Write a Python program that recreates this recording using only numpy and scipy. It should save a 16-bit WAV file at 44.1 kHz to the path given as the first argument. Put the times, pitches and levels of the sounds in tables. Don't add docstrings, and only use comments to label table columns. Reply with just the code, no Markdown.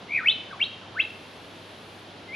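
import sys
import numpy as np
from scipy import signal
from scipy.fft import rfft, irfft
from scipy.io import wavfile
from scipy.ndimage import uniform_filter1d, map_coordinates

SR = 44100
rng = np.random.default_rng(int(sys.argv[2]) if len(sys.argv) > 2 else 0)


def store_wav(level_fs):
    pcm = np.round(np.clip(np.atleast_2d(level_fs), -1, 1) * 32767)
    wavfile.write(sys.argv[1], SR, pcm.T.astype(np.int16))


N = 103635


def undb(db):
    return 10 ** (np.asarray(db) / 20)


def unit(x):
    return x / np.sqrt(np.mean(x ** 2))


def walk(rate_hz):
    step = int(SR / rate_hz)
    steps = np.repeat(rng.standard_normal(N // step + 1), step)
    smooth = uniform_filter1d(uniform_filter1d(steps, step), step)
    return unit(smooth[:N])


def bin_gains(points):
    hz, db = np.array(points, float).T
    bin_hz = np.arange(N // 2 + 1) * SR / N
    return undb(np.interp(np.log(bin_hz + 1), np.log(hz), db))


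def shaped_noise(gain):
    return irfft(rfft(rng.standard_normal(N)) * gain, N)


def overtone_gain(pitch_hz):
    low_db, floor_db, knee_hz = -21, -42, 3200
    return undb(low_db) / np.sqrt(1 + (2 * pitch_hz / knee_hz) ** 20) + undb(floor_db)


def note(t, curve, warble):
    # (per Hz, relative)
    rasp_band = [(3000, -21), (6000, -7), (8000, -8), (11000, -3.5), (13000, -34)]
    rasp_db, fade_s = -45, 0.0021
    jitter = 0.0026
    softening = .45

    time_s, pitch_hz, level_db = np.array(curve, float).T
    rate_hz, crest_s, swing_hz, dip_db, lead_rad = warble
    loudness_db = np.interp(t, time_s, level_db)
    depth = undb(softening * (loudness_db - level_db.max()))
    beat = 2 * np.pi * rate_hz * (t - crest_s)

    swing = depth * swing_hz * np.cos(beat + lead_rad)
    pitch = (np.interp(t, time_s, pitch_hz) + swing) * (1 + jitter * walk(600))
    phase = 2 * np.pi * np.cumsum(pitch) / SR
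    tone = np.sin(phase) + overtone_gain(pitch) * np.sin(2 * phase)
    rasp = undb(rasp_db) * unit(shaped_noise(bin_gains(rasp_band)))

    fade_in = np.clip((t - time_s[0]) / fade_s + 1, 0, 1)
    fade_out = np.clip((time_s[-1] - t) / fade_s + 1, 0, 1)
    trough = ((1 - np.cos(beat)) / 2) ** 2
    level = undb(loudness_db - dip_db * np.sqrt(depth) * trough)
    return (np.sqrt(2) * tone + rasp) * fade_in * fade_out * level


def scatter(x, t60_s, level_db, likeness):
    first_echo_s, echoes_per_s = .009, 4000
    t = np.arange(N) / SR
    hits = rng.random((3, N)) < echoes_per_s / SR
    echoes = rng.standard_normal((3, N)) * hits
    echoes = echoes * (t > first_echo_s) * np.exp(-np.log(1000) * t / t60_s)
    echoes = echoes / np.sqrt(np.sum(echoes ** 2, axis=1, keepdims=True) + 1e-18)
    share = np.clip(likeness, 0, 1)
    response = np.sqrt(share) * echoes[0] + np.sqrt(1 - share) * echoes[1:]
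    return undb(level_db) * signal.fftconvolve(x[None], response, axes=1)[:, :N]


def bird(t):
    # time_s, pitch_hz, level_db
    slur_1 = [(0.087, 2096, -45), (0.109, 2200, -32), (0.136, 2300, -24.5), (0.164, 2317, -20),
              (.18, 2097, -21), (0.199, 1557, -30.5), (0.217, 1234, -36.5), (0.238, 1284, -40)]
    sweep_1 = [(0.235, 1350, -33), (.252, 1856, -32.5), (.263, 2184, -19.5), (0.275, 2530, -16),
               (.289, 3002, -12), (0.3, 3445, -16.5), (.313, 3830, -24.5), (.326, 4140, -33)]
    slur_2 = [(.505, 1705, -49), (0.512, 1562, -39), (0.527, 1404, -46.5), (0.532, 1177, -34.5),
              (0.546, 1085, -46), (.565, 796, -54.5), (0.582, 777, -43)]
    sweep_2 = [(.58, 797, -52.5), (.593, 1460, -45.5), (.604, 2174, -29.5), (0.616, 2663, -18),
               (.629, 3070, -17), (.641, 3720, -26), (0.652, 4160, -38), (0.663, 4330, -41)]
    slur_3 = [(0.806, 1650, -53), (.82, 1493, -55), (.845, 1159, -51), (0.871, 839, -51.5), (.89, 733, -53)]
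    sweep_3 = [(0.941, 878, -48), (.96, 1281, -41), (.976, 1571, -28), (.987, 1890, -33),
               (0.996, 2225, -21), (1.003, 2653, -13.5), (1.014, 3270, -26.5), (1.022, 3810, -39),
               (1.03, 3900, -36.5)]
    slur_4 = [(2.275, 2080, -58), (2.295, 2074, -41), (2.319, 2090, -44), (2.336, 2280, -36),
              (2.352, 2500, -31.5)]
    # rate_hz, crest_s, pitch_swing_hz, dip_db,
    # lead_rad (pitch ahead of loudness)
    warbles = [(75, .1372, 210, 12, 0), (78.5, .2756, 150, 9, .7), (60, .533, 30, 5, .7),
               (83, .6176, 150, 9, .8), (60, .82, 30, 5, .7), (97, 1.0028, 105, 5, 1.1),
               (75, 2.335, 25, 2, 0)]
    # t60_s, level_db, likeness (left-right, 0-1)
    trunks = (.13, -12.5, .9)
    foliage = (0.49, -12, 0.84)
    far_trees = (1.07, -20, 0.62)
    right_lag_s, pan_db = 2.4e-5, 1.5

    curves = [slur_1, sweep_1, slur_2, sweep_2, slur_3, sweep_3, slur_4]
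    song = sum(note(t, curve, warble) for curve, warble in zip(curves, warbles))
    late = map_coordinates(song, [(t - right_lag_s) * SR], mode="nearest")
    direct = np.array([song * undb(pan_db / 2), late * undb(-pan_db / 2)])
    return direct + scatter(song, *trunks) + scatter(song, *foliage) + scatter(song, *far_trees)


def air():
    # hz, level_db (relative)
    air_band = [(25, -32), (45, -20), (70, -12.5), (120, -7.5), (180, -3.5), (300, -3.5), (500, -5),
                (700, -6), (1100, -10.5), (2100, -14.5), (3300, -11.5), (4200, -16.5), (5000, -22),
                (6500, -29.5), (8000, -39), (10500, -34), (12500, -55.5), (15000, -67)]
    # hz, side_minus_mid_db
    side_band = [(30, -8), (70, -12), (200, -19.5), (400, -14.5), (800, -9.5), (1500, -2.5), (3000, -10),
                 (6000, -6), (12000, -2)]
    mid_db, flicker_db = -45, -0.26
    mid = shaped_noise(bin_gains(air_band))
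    side = shaped_noise(bin_gains(air_band) * bin_gains(side_band))
    level = undb(mid_db + flicker_db * walk(8.2))
    return np.array([mid + side, mid - side]) / np.std(mid) * level


def hum(t):
    pitch_hz, level_db, waver_db = 99.8, -59, -1.2
    level = undb(level_db + waver_db * walk(6))
    return np.sqrt(2) * np.sin(2 * np.pi * pitch_hz * t) * level


def thud(t):
    centre_s, length_s, pitch_hz, level_db = .925, .018, 112, -50
    since_s = t - centre_s
    envelope = np.exp(-(since_s / length_s) ** 2)
    return np.sqrt(2) * np.sin(2 * np.pi * pitch_hz * since_s) * envelope * undb(level_db)


def hiss(t):
    # time_s, level_db
    hiss_curve = [(0, -90), (.9, -88), (1.05, -68), (2.0, -66), (2.12, -75), (2.35, -71)]
    # (per Hz, relative)
    hiss_band = [(6000, -10), (8500, -7.5), (10300, -0.5), (12000, -11.5), (15000, -17.5)]
    side_db = -3
    gain = bin_gains(hiss_band)
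    mid = unit(shaped_noise(gain))
    side = undb(side_db) * unit(shaped_noise(gain))
    time_s, level_db = np.array(hiss_curve).T
    return np.array([mid + side, mid - side]) * undb(np.interp(t, time_s, level_db))


def scene():
    t = np.arange(N) / SR
    return bird(t) + air() + hum(t) + thud(t) + hiss(t)


def record(dry):
    notch_hz, half_width_hz, top_hz = 9000, 340, 15100
    edges_hz = [notch_hz - half_width_hz, notch_hz + half_width_hz]
    notch = signal.butter(4, edges_hz, "bandstop", fs=SR, output="sos")
    top = signal.ellip(10, .2, 80, top_hz, fs=SR, output="sos")
    return signal.sosfilt(top, signal.sosfilt(notch, dry))


dry = scene()
out = record(dry)
store_wav(out)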